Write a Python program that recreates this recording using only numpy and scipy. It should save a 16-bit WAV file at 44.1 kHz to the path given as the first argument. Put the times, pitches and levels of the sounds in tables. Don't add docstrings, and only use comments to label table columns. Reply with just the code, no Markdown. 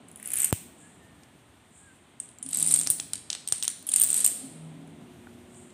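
import sys
import numpy as np
from scipy import signal
from scipy.fft import rfft, irfft
from scipy.io import wavfile
from scipy.ndimage import uniform_filter1d

SR = 44100
rng = np.random.default_rng(int(sys.argv[2]) if len(sys.argv) > 2 else 0)


def generate_wav(sig):
    pcm = np.round(np.clip(np.atleast_2d(sig).T, -1, 1) * 32767).astype(np.int16)
    wavfile.write(sys.argv[1], SR, pcm)


def voltage_ratio(level):
    return 10 ** (np.asarray(level, float) / 20)


N = 252693
TIME = np.arange(N) / SR
CUT_S = .5095

# f/Hz, level/dB
SHEEN = [(5000, -32), (6500, -17), (7800, -5.5), (8800, -1.5), (10300, -14.5), (12000, -28.5), (15000, -38),
         (16500, -44.5)]
# f/Hz, level/dB
FAR_BODY = [(300, -12.5), (1000, -15), (1700, -4), (2600, -0.5), (3800, -8), (5000, -13.5), (8000, -6.5)]
# f/Hz, level/dB
ROW_BODY = [(300, -23.5), (1500, -15.5), (3500, -4), (5500, -4), (8000, -3), (11000, -20), (14000, -29)]


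def shape(x, points):
    hz, db = np.transpose(points)
    log_hz = np.log(np.linspace(1, SR / 2, 1025))
    log_gain = np.interp(log_hz, np.log(hz), db) * np.log(10) / 20
    cepstrum = irfft(log_gain)
    cepstrum[1:1024] *= 2
    cepstrum[1025:] = 0
    return signal.fftconvolve(x, irfft(np.exp(rfft(cepstrum))))[:len(x)]


def band(x, lo_hz, hi_hz):
    y = signal.sosfilt(signal.butter(2, [lo_hz, hi_hz], "bandpass", fs=SR, output="sos"), x)
    return y / np.std(y)


def gains(rows):
    s, db = np.transpose(rows)
    inside = np.clip(np.minimum(TIME - s[0], s[-1] - TIME) / .02, 0, 1)
    return inside * voltage_ratio(np.interp(TIME, s, db))


def swell(peak_s, rise_s, fall_s, db):
    return voltage_ratio(db - 20 * np.maximum((peak_s - TIME) / rise_s, (TIME - peak_s) / fall_s))


def walk(rate):
    k = int(SR / rate)
    steps = np.repeat(rng.standard_normal(N // k + 1), k)
    w = uniform_filter1d(uniform_filter1d(steps, k), k)[:N]
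    return w / np.std(w)


def ring(t, hz, t60, phase):
    build = 1 - np.exp(-t / .0003)
    return build * np.exp(-np.log(1000) * t / t60) * np.sin(2 * np.pi * (hz * t + phase))


def burst(sizes, length_s, colour):
    envelope = signal.lfilter([1], [1, -np.exp(-1 / (length_s * SR))], sizes)
    return shape(envelope * np.sign(rng.standard_normal(N)), colour)


def blows():
    # t/s, peak/dB, main mode f/Hz, upper mode f/Hz, upper level/dB re peak
    first_row = [(0.0827, -49, 10310, 10510, -8.5), (0.086, -39.5, 8400, 10510, -9.0),
                 (0.0918, -52.0, 8400, 10510, -11), (0.1146, -38.5, 10300, 10400, -9.5),
                 (0.1269, -50.0, 9710, 10510, 0.0), (0.159, -32.5, 9750, 13000, -13.5),
                 (0.173, -39.5, 9700, 13090, -8.5), (0.199, -35, 9650, 10510, -6.0),
                 (0.2279, -30, 9550, 13000, -7.0), (0.2446, -51, 9400, 12580, -20),
                 (0.2502, -37, 9860, 14660, -11), (0.2583, -22, 9700, 14710, -23),
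                 (0.2657, -41, 10000, 11090, -8.5), (0.2748, -25, 8900, 11150, 2),
                 (0.2866, -30.5, 9800, 11130, -5.5), (0.2974, -32, 8700, 11180, -17),
                 (0.304, -22.5, 9700, 11200, -12.5), (0.3139, -48, 9840, 10680, -14.0),
                 (0.318, -20, 8900, 11240, -7), (0.322, -29, 8300, 10570, -9.0),
                 (0.3355, -14, 10200, 10800, -5), (0.339, -23, 9300, 11400, 1),
                 (0.3567, -21.5, 10300, 10570, 0.5), (0.3655, -18, 9100, 11930, -9.5),
                 (0.3702, -18, 9100, 10510, -13.0), (0.373, -15.5, 9170, 10510, -23),
                 (0.396, -19, 8700, 12360, -1), (0.4006, -16, 7900, 12380, -17.0),
                 (0.4032, -11, 9110, 12250, -20), (0.4124, -21, 7900, 11950, -7.5),
                 (0.4187, -13.5, 8440, 11960, -6), (0.4258, -22, 7760, 11520, -14.0),
                 (0.4324, -14.5, 7970, 11710, -8.5), (0.4445, -9, 9100, 13700, -15),
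                 (0.4471, -11.5, 8950, 11800, -4), (0.4574, -24.0, 9300, 11700, 0),
                 (0.47, -30, 8900, 11650, -16.0), (0.4815, -34, 8900, 11410, 0.5),
                 (0.4908, -45, 8590, 11630, -14.5), (0.5086, -27, 7900, 12500, -9.0)]
    long_row = [(2.4278, -17.5, 9450, 14000, -36), (2.4545, -42, 9000, 11240, -26.5),
                (2.4629, -23.5, 9540, 10530, -20), (2.4889, -22.5, 9670, 12040, -15.5),
                (2.4996, -45, 8910, 11720, -20.5), (2.5067, -30, 8400, 11860, -21.0),
                (2.512, -34, 8400, 11860, 2), (2.5255, -33, 8200, 11460, -14),
                (2.5314, -16, 8300, 14770, -24), (2.543, -23, 8200, 11540, -11),
                (2.547, -12, 8420, 13460, -19.5), (2.5573, -17.5, 8270, 10530, -13),
                (2.5718, -11, 7940, 11580, -9), (2.5867, -16.5, 7900, 11960, -15.5),
                (2.5983, -16, 9780, 11520, -16), (2.6044, -17, 7840, 14490, -16.5),
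                (2.6092, -23, 8600, 11500, -13), (2.6133, -22, 9700, 11460, -22.0),
                (2.627, -7.5, 8880, 13720, -19), (2.659, -26, 9200, 14880, -20.5),
                (2.6635, -11.5, 9250, 11320, -20), (2.674, -12, 9350, 15270, -16),
                (2.6792, -23, 9500, 15310, -20.5), (2.6852, -15, 7740, 12260, -12.5),
                (2.6903, -17, 9370, 10750, -16.5), (2.7002, -18.5, 8500, 11130, -15.0),
                (2.7079, -20, 9780, 12830, -6), (2.712, -13, 7670, 10790, -11),
                (2.7156, -12.5, 9800, 11090, -15.0), (2.7235, -8, 8600, 12800, -15),
                (2.7399, -4.5, 9000, 11150, -30), (2.744, -9.5, 8500, 11350, -14),
                (2.7612, -10.0, 8500, 14130, -12), (2.774, -14, 8650, 11780, -21.0),
                (2.7822, -21, 9100, 11720, -9), (2.7895, -9.5, 8800, 11890, -24.5),
                (2.798, -14.5, 8770, 11700, -12), (2.8021, -23, 8900, 10810, -17.5),
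                (2.8132, -13, 8700, 10510, -14), (2.8335, -23.5, 7300, 14200, -20.5)]
    last_row = [(3.8685, -31, 9110, 10920, 8.5), (3.873, -29, 9110, 11400, 1.5),
                (3.8897, -15, 8850, 15200, -13.0), (3.894, -20, 9200, 11220, -12.0),
                (3.906, -35.5, 9000, 10900, -18), (3.9118, -32, 8960, 11050, -19),
                (3.9167, -18.0, 10100, 10400, -13.0), (3.9193, -16.5, 9070, 10510, -16),
                (3.9358, -18.5, 8900, 15220, -16), (3.939, -7.5, 8940, 10300, -12.5),
                (3.9612, -1.5, 8680, 12470, -16.5), (3.9677, -14.5, 8760, 11050, -31),
                (3.9987, -12, 8800, 11600, 0), (4.0168, -4, 8780, 15750, -4.5),
                (4.0273, -9.5, 8950, 14600, -14.5), (4.0363, -6, 8930, 15000, -4.5),
                (4.0433, -12, 9040, 14700, -8), (4.0487, -17.5, 8200, 14860, -16.0),
                (4.064, -18, 9100, 14940, -10), (4.0724, -19.0, 8940, 14660, -17.5),
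                (4.0884, -21, 8900, 15010, -18.5), (4.0955, -23, 8960, 14040, -23.5),
                (4.1027, -11, 8830, 15200, -21.5), (4.1065, -20.5, 8940, 11050, -25.5),
                (4.112, -19.5, 8360, 11800, -3.5), (4.1179, -18, 8870, 10510, -21),
                (4.1295, -10, 8280, 10400, -22.0), (4.1425, -7.5, 8750, 13300, -10.5),
                (4.1629, -13.5, 8420, 11050, -22), (4.1663, -12.5, 8300, 11100, -4.5),
                (4.1768, -16, 8630, 11370, -5.0), (4.1812, -13.5, 8180, 11000, -17),
                (4.1884, -24.5, 8460, 11220, -15.0), (4.204, -10, 8950, 11600, -14),
                (4.2102, -19.5, 8500, 10850, -19), (4.2443, -10, 8460, 11070, -21),
                (4.2471, -5, 8460, 11600, -9), (4.2529, -13, 7300, 13950, -16.5),
                (4.263, -6.5, 8600, 14100, -5.5), (4.2765, -12.5, 9460, 13630, -11)]
    corner = [(2.866, -37, 8000, 11000, -20), (2.873, -13, 8740, 10900, -9),
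              (2.9019, -5.5, 9690, 14800, -9.5), (2.908, -12, 8640, 13600, -11),
              (2.9145, -20.5, 8900, 12500, -3.5), (2.9205, -23, 7900, 14750, -2),
              (2.933, -28, 8900, 14500, -10), (0.3862, -15, 9300, 12300, -6),
              (3.978, -17.5, 8860, 14500, -17), (3.9855, -17, 8700, 13500, -13.5),
              (4.0125, -12.5, 8900, 12500, -6), (2.6452, -17, 8640, 11500, -22)]
    # t/s, peak/dB, main mode f/Hz, body level/dB re peak
    steps = [(3.0, -18.5, 7980, -4), (3.1342, -13, 8880, -10.5), (3.156, -24, 8440, -9.5),
             (3.179, -38, 8300, -3), (3.3028, -20, 7920, 3.5), (3.3155, -36, 7600, -3.5),
             (3.33, -27, 8300, 6.5), (3.3505, -26, 8530, -4.5), (3.4756, -19.5, 8630, -7),
             (3.4869, -17.5, 8590, -13), (3.4997, -32, 8400, -24), (3.5083, -38.5, 8900, -20.5),
             (3.5238, -6.5, 8750, -15.5), (3.5439, -33.5, 8300, -12), (3.5574, -33.5, 8400, -15.5),
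             (3.5748, -34.5, 9000, -16), (3.5823, -28.5, 8700, -14), (3.6011, -27.5, 8100, -15),
             (3.6266, -19, 9050, 0.5), (3.6343, -16, 8460, -12), (3.6437, -19.5, 8800, -17),
             (3.6518, -19, 8900, -8), (3.6794, -12.5, 9270, -7), (3.701, -24, 9250, -17),
             (3.7133, -29, 9000, -11), (3.7916, -43.5, 8600, -13.5), (3.826, -37.5, 9000, -11)]
    # t/s, peak/dB, main mode f/Hz, body level/dB re peak
    stray = [(1.2343, -51.5, 8700, 0.5), (1.9571, -54, 9800, -27), (1.9661, -56, 9770, -22),
             (2.2006, -18.5, 8510, -25), (2.2332, -36, 7980, -26), (2.2578, -44, 8800, -21),
             (2.2892, -41, 9500, -10), (2.3857, -37, 7640, -15), (2.411, -64, 8700, -11),
             (4.875, -50, 10100, -22), (5.5454, -65, 8900, 11.5), (5.7044, -65, 8970, 12),
             (2.298, -48, 9600, -25), (2.314, -48, 9400, -25)]
    # t/s, upper mode f/Hz, level/dB re peak
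    ringers = [(2.2006, 14200, -28), (2.3857, 14200, -16), (3.1342, 10600, -12), (3.4756, 12500, -14),
               (3.4869, 14500, -19.5), (3.5238, 13880, -25), (3.6266, 14470, -13), (3.6343, 14770, -13),
               (3.6437, 13200, -11), (3.6794, 14030, -17), (3.7133, 13100, -13.5), (3.7916, 14230, -4.5),
               (3.826, 14520, -6)]

    rows = []
    for table, body_db in zip((first_row, long_row, last_row, corner), (-19, -25, -27.5, -21)):
        rows += [(*row, body_db) for row in table]
    body_scatter_db = 5
    scatter = np.outer(rng.standard_normal(len(rows)), [0, 0, 0, 0, 0, body_scatter_db])
    rows = np.array(rows) + scatter

    lone = []
    for table, upper_db in ((steps, -23), (stray, -29.5)):
        for s, db, hz, body_db in table:
            lone.append((s, db, hz, rng.uniform(10600, 11500), upper_db, body_db))
    lone = np.array(lone)
    for at, ringer_hz, ringer_db in ringers:
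        lone[np.argmin(abs(lone[:, 0] - at)), 3:5] = ringer_hz, ringer_db
    return np.vstack([rows, lone])


def collisions():
    # f/Hz, level/dB
    near_body = [(200, -49), (900, -42), (1800, -18.5), (3000, -3), (4000, 2), (5000, -2), (6300, 3.5),
                 (8000, -5), (12000, -37)]
    top = [(6000, -22.5), (10000, -9.5), (12000, -10.0), (16500, -7.5)]
    hits = blows()
    chance = rng.random((len(hits), 4))
    t = np.arange(1000) / SR
    modes, uppers, sheen, bright, dull = np.zeros((5, N))
    for (s, db, main_hz, upper_hz, upper_db, body_db), u in zip(hits, chance):
        i = int((s - .0002) * SR)
        plate = ring(t, main_hz, 0.013, u[0])
        plate += .5 * ring(t, main_hz * (.93 + 0.12 * u[1]), 0.011, u[2])
        upper = voltage_ratio(upper_db + 4.5) * ring(t, upper_hz, 0.0066, u[3])
        modes[i:i + len(t)] += voltage_ratio(db + .3) * plate
        uppers[i:i + len(t)] += voltage_ratio(db + 1.2) * upper
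        sheen[i] += voltage_ratio(db)
        bright[i] += voltage_ratio(db + upper_db)
        dull[i] += voltage_ratio(db + body_db)

    answered = dull + .35 * np.roll(dull, int(.0015 * SR))
    first = TIME < CUT_S
    near = (TIME > 2.86) & (TIME < 3.78)
    body = voltage_ratio(20.0) * shape(answered * near, near_body)
    body += voltage_ratio(11.0) * burst(answered * ~first * ~near, 0.0014, ROW_BODY)
    body += voltage_ratio(4.5) * burst(answered * first, 0.0013, FAR_BODY)
    sheen_click = shape(sheen, SHEEN)
    direct = modes + uppers + body + voltage_ratio(13.0) * sheen_click
    direct += voltage_ratio(-1.0) * burst(sheen, 0.0042, SHEEN)
    direct += voltage_ratio(5.0) * burst(bright, 0.00081, top)

    plain = np.where(first, shape(dull, FAR_BODY), shape(dull, ROW_BODY))
    walls = voltage_ratio(-2) * (modes + voltage_ratio(2.0) * uppers) + voltage_ratio(23.5) * sheen_click
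    walls += voltage_ratio(21) * plain + voltage_ratio(10) * shape(bright, top)
    return direct, walls


def rattle():
    # t/s, level/dB
    slides = [
        [(0.08, -64), (0.142, -80), (0.274, -56), (0.382, -45.5), (0.44, -51.5), (0.52, -60)],
        [(2.42, -68), (2.494, -37), (2.604, -24), (2.684, -29.5), (2.734, -25), (2.95, -44.5)],
        [(3.86, -37), (3.936, -30.5), (4.07, -29), (4.168, -23.5), (4.42, -36.5), (4.75, -63)],
    ]
    rate = 1300 / SR
    ticks = (rng.random(N) < rate) * voltage_ratio(1.6 * rng.exponential(size=N))
    ticks = np.where(TIME < 4.28, ticks, np.sqrt(rate)) * rng.standard_normal(N)
    sheen = shape(ticks, SHEEN)
    body = np.where(TIME < CUT_S, shape(ticks, FAR_BODY), shape(ticks, ROW_BODY))
    sheen = sheen / np.std(sheen)
    body = body / np.std(body)
    out = np.zeros(N)
    for run, body_db in zip(slides, (3.5, -17, -18.5)):
        out += gains(run) * (voltage_ratio(-8.0) * sheen + voltage_ratio(body_db) * body)
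    return out


def landings():
    # t/s, peak/dB, body mode f/Hz
    flat_tiles = [(2.813, -15, 7000), (2.8656, -24, 4080), (2.8726, -12, 5800), (2.9865, -34, 4500),
                  (2.9985, -24, 3050), (3.1344, -18, 8000), (3.1352, -25, 4070), (3.3012, -24, 5270),
                  (3.3318, -27, 3970), (3.3516, -22, 3980), (3.5236, -10.5, 7340), (3.626, -24, 3880),
                  (3.6447, -27, 3070), (3.6797, -10.5, 7030)]
    t = np.arange(200) / SR
    port = 0.03 * np.exp(-t / 0.00036) * np.sin(2 * np.pi * 8900 * t)
    slap = np.exp(-t / .0003)
    out = np.zeros(N)
    for s, db, hz in flat_tiles:
        out[int(s * SR):][:len(t)] += voltage_ratio(db + 4) * (slap * np.sin(2 * np.pi * hz * t) + port)
    return out


def thuds():
    # t/s, peak/dB, f/Hz
    later = [(2.4274, -44.5, 3080), (2.4639, -43, 5600), (2.5067, -42.0, 3810), (2.513, -39, 3770),
             (2.5302, -42, 3570), (2.5465, -35.5, 3850), (2.5595, -32.0, 3810), (2.5726, -29, 6290),
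             (2.5991, -34, 5710), (2.619, -30, 3900), (2.645, -40, 2710), (2.672, -36, 5430),
             (2.6897, -37, 3340), (2.6956, -27, 5400), (2.7014, -27, 5900), (2.7083, -29.5, 4260),
             (2.7424, -39, 5620), (2.7547, -33.5, 6290), (2.7895, -31.5, 3640), (2.796, -26.5, 3750),
             (3.8729, -38, 3250), (3.8903, -26.5, 3230), (3.9181, -28.5, 3790), (3.9244, -42.5, 3170),
             (3.9314, -32.5, 2630), (3.938, -30.5, 4310), (3.9594, -29, 2760), (3.984, -27, 3620),
             (3.9978, -34, 5790), (4.0034, -26, 3400), (4.0125, -25.5, 3340), (4.034, -41, 6290),
             (4.0484, -32, 3550), (4.0763, -35.5, 3900), (4.1019, -36, 3290), (4.115, -39.5, 3570),
             (4.127, -31.5, 3570), (4.142, -32.5, 3700), (4.152, -38.5, 2910), (4.177, -34, 3680),
             (4.1812, -34, 4370), (4.1938, -37, 3790), (4.1997, -37, 4460), (4.2472, -24.5, 5730),
             (4.2632, -23.5, 2970)]
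    # t/s, peak/dB, f/Hz
    far = [(0.1593, -45, 3230), (0.1993, -37.5, 1920), (0.227, -37.5, 1990), (0.2498, -39, 1990),
           (0.274, -42, 1600), (0.365, -40, 2710), (0.3847, -40, 2950), (0.4016, -32, 3450),
           (0.4115, -33.5, 2590), (0.4262, -34, 2140), (0.4335, -29, 2430), (0.4436, -36, 2700),
           (0.4512, -36, 2670), (0.4935, -38, 3050), (0.507, -37, 1450)]
    bodies = [*later, *far]
    t = np.arange(600) / SR
    out = np.zeros(N)
    for (s, db, hz), phase in zip(bodies, rng.random(len(bodies))):
        out[int(s * SR):][:len(t)] += voltage_ratio(db + 3.5) * ring(t, hz, 0.0057, phase)
    return out


def knocks():
    # t/s, peak/dB
    bumps = [
        (.5274, -6),
        (2.9012, -26),
        (3.5238, -28),
    ]
    case = [(500, -61.0), (2500, -10.5), (4800, -19.5), (6500, -13.5), (8500, 2.0), (11500, -15.5),
            (14500, -3.0), (16500, -13.5)]
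    jolts = np.zeros(N)
    for s, db in bumps:
        jolts[int(s * SR)] = voltage_ratio(db)
    t = np.arange(3000) / SR
    swing = -.5 * np.exp(-t / .0055) * np.cos(2 * np.pi * 98 * t + .55)
    push = (1 - np.exp(-t / 0.0001)) * (swing - 0.77 * np.exp(-t / 0.00047))
    buzz = voltage_ratio(13.5) * shape(jolts * (TIME < 1), case)
    since = np.clip(TIME - 5.2705, 0, None)
    tap = ring(since, 1450, .012, 0) + ring(since, 800, .009, 0) + ring(since, 350, .015, 0)
    return signal.fftconvolve(jolts, push)[:N] + voltage_ratio(-35) * tap, buzz


def room(x):
    # f/Hz, T60/s
    room_t60 = [(1000, 0.15), (4000, 0.63), (9000, 0.45), (15000, 0.44)]
    t = np.arange(int(.7 * SR)) / SR
    hz, t60 = np.transpose(room_t60)
    tail = 0
    for centre in 700 * 2 ** np.arange(0, 4.6, .5):
        decay_s = np.interp(np.log(centre), np.log(hz), t60)
        noise = band(rng.standard_normal(len(t)), centre / 1.19, centre * 1.19)
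        tail = tail + (centre / 8000) ** 0.076 * noise * np.exp(-np.log(1000) * t / decay_s)
    uneven = np.repeat(rng.standard_normal(len(t)), 60)[:len(t)]
    tail *= np.clip(t / .005, 0, 1) * voltage_ratio(2.5 * np.exp(-t / .03) * uneven)
    return signal.fftconvolve(x, tail[None], axes=1)[:, :N]


def sine(hz):
    return np.sqrt(2) * np.sin(2 * np.pi * np.cumsum(hz) / SR)


def machine():
    # f/Hz, peak after/s, rise/s, fall/s, level/dB re stroke
    tones = [
        (158.8, 0.21, 0.2, 0.57, 0.5),
        (259.9, 0.029, 0.039, 0.061, 5),
        (241, 0.14, 0.076, 0.57, -6.5),
        (278, 0.38, .3, 0.39, -6.5),
    ]
    # t/s, level/dB, starting blip/dB
    strokes = [
        (2.434, -46.5, -1.5),
        (4.418, -43.5, 0),
    ]
    # peak t/s, level/dB
    puffs = [
        (.82, -55),
        (1.778, -55.5),
        (5.573, -54),
    ]
    # peak t/s, f/Hz, level/dB
    squeaks = [
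        (.93, 1720, -67),
        (1.09, 1800, -58),
        (1.24, 1720, -66),
        (1.88, 1600, -69),
    ]

    hum = np.zeros(N)
    for k, (hz, after, rise, fall, rel_db) in enumerate(tones):
        level = np.zeros(N)
        for s, db, blip_db in strokes:
            level += swell(s + after, rise, fall, db + rel_db + blip_db * (k == 1))
        hum += level * sine(hz * (1 + 0.01101 * walk(13)))

    shaft_hz = 120.2 * (1 + 0.0057 * walk(14.34))
    motor = voltage_ratio(-56.5) * sine(2 * shaft_hz) + voltage_ratio(-59) * sine(3 * shaft_hz)
    motor *= swell(4.96, 0.16, np.inf, 0)

    jet = [(5500, -39), (6600, -7), (7300, 2.5), (8800, 6.0), (10000, -8), (11500, -62)]  # f/Hz, level/dB
    puff = shape(rng.standard_normal(N), jet)
    puff *= sum(swell(s, 0.11, 0.27, db) for s, db in puffs) / np.std(puff)

    waver = 1 + 0.018 * walk(60.9)
    squeak = sum(swell(s, 0.16, 0.16, db) * sine(hz * waver) for s, hz, db in squeaks)
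    squeak *= voltage_ratio(5.5 * walk(21) - 0.5)
    return hum + motor + puff + squeak


def hand():
    # peak t/s, rise/s, fall/s, level/dB
    shifts = [
        (1.2, 2.7, 2.8, -64),
        (3.2, 0.68, 0.29, -62),
        (5.3, 1.3, 1.1, -59),
    ]
    grip = sum(swell(*row) for row in shifts)
    deep = band(rng.standard_normal(N), 67, 130)
    rustle = band(rng.standard_normal(N), 4520, 13200)
    return (grip + voltage_ratio(-74)) * deep + grip * voltage_ratio(-8 + 1.5 * walk(39)) * rustle


def air():
    # f/Hz, level/dB per Hz
    floor_colour = [(20, -30), (64, -15), (125, -7), (245, -2.5), (390, -9), (520, -13.5), (700, -7.5),
                    (1500, -13), (3500, -16), (5300, -30.5), (7500, -16), (8800, -6.5), (10500, -26),
                    (15000, -38), (16500, -22.5)]
    # t/s, rumble level/dB
    traffic = [(0.0, -54), (0.99, -55.5), (1.69, -61), (2.47, -57), (2.66, -49), (3.13, -56.5),
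               (3.7, -58.5), (3.97, -54.5), (4.08, -51), (4.72, -50), (5.2, -53.5), (5.73, -53.5)]
    noise = shape(rng.standard_normal(N), floor_colour)
    rumble_db = np.interp(TIME, *np.transpose(traffic))
    middle_db = -60.5 + 0.35 * (rumble_db + 56)
    regions = [([105, 660], "band", rumble_db), ([550, 5500], "band", middle_db), (10000, "high", -73)]
    out = np.zeros(N)
    for hz, kind, db in regions:
        part = signal.sosfilt(signal.butter(3, hz, kind, fs=SR, output="sos"), noise)
        out += part / np.std(part) * voltage_ratio(db + 0.18 * walk(19))
    return out


def scene():
    direct, walls = collisions()
    slides = rattle()
    walls = walls + slides
    thud, buzz = knocks()
    snaps = landings() + thuds()
    before = TIME < CUT_S
    tail = room(np.array([walls * before, walls * ~before + 1.6 * buzz + 0.58 * snaps]))
    reverb = voltage_ratio(-48.5) * (tail[0] * before + tail[1])
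    return (direct + slides + snaps + thud + buzz + reverb + machine() + air() + hand())[None]


def band_limit(x):
    return signal.sosfilt(signal.butter(12, 16830, fs=SR, output="sos"), x)


def record(dry):
    rounded = np.tanh(.7 * dry) / .7
    mix = signal.sosfilt(signal.ellip(6, .3, 24, 15450, fs=SR, output="sos"), rounded)
    mix = signal.sosfilt(signal.butter(2, 40, "high", fs=SR, output="sos"), mix)
    return band_limit(mix)


dry = scene()
out = record(dry)
generate_wav(out)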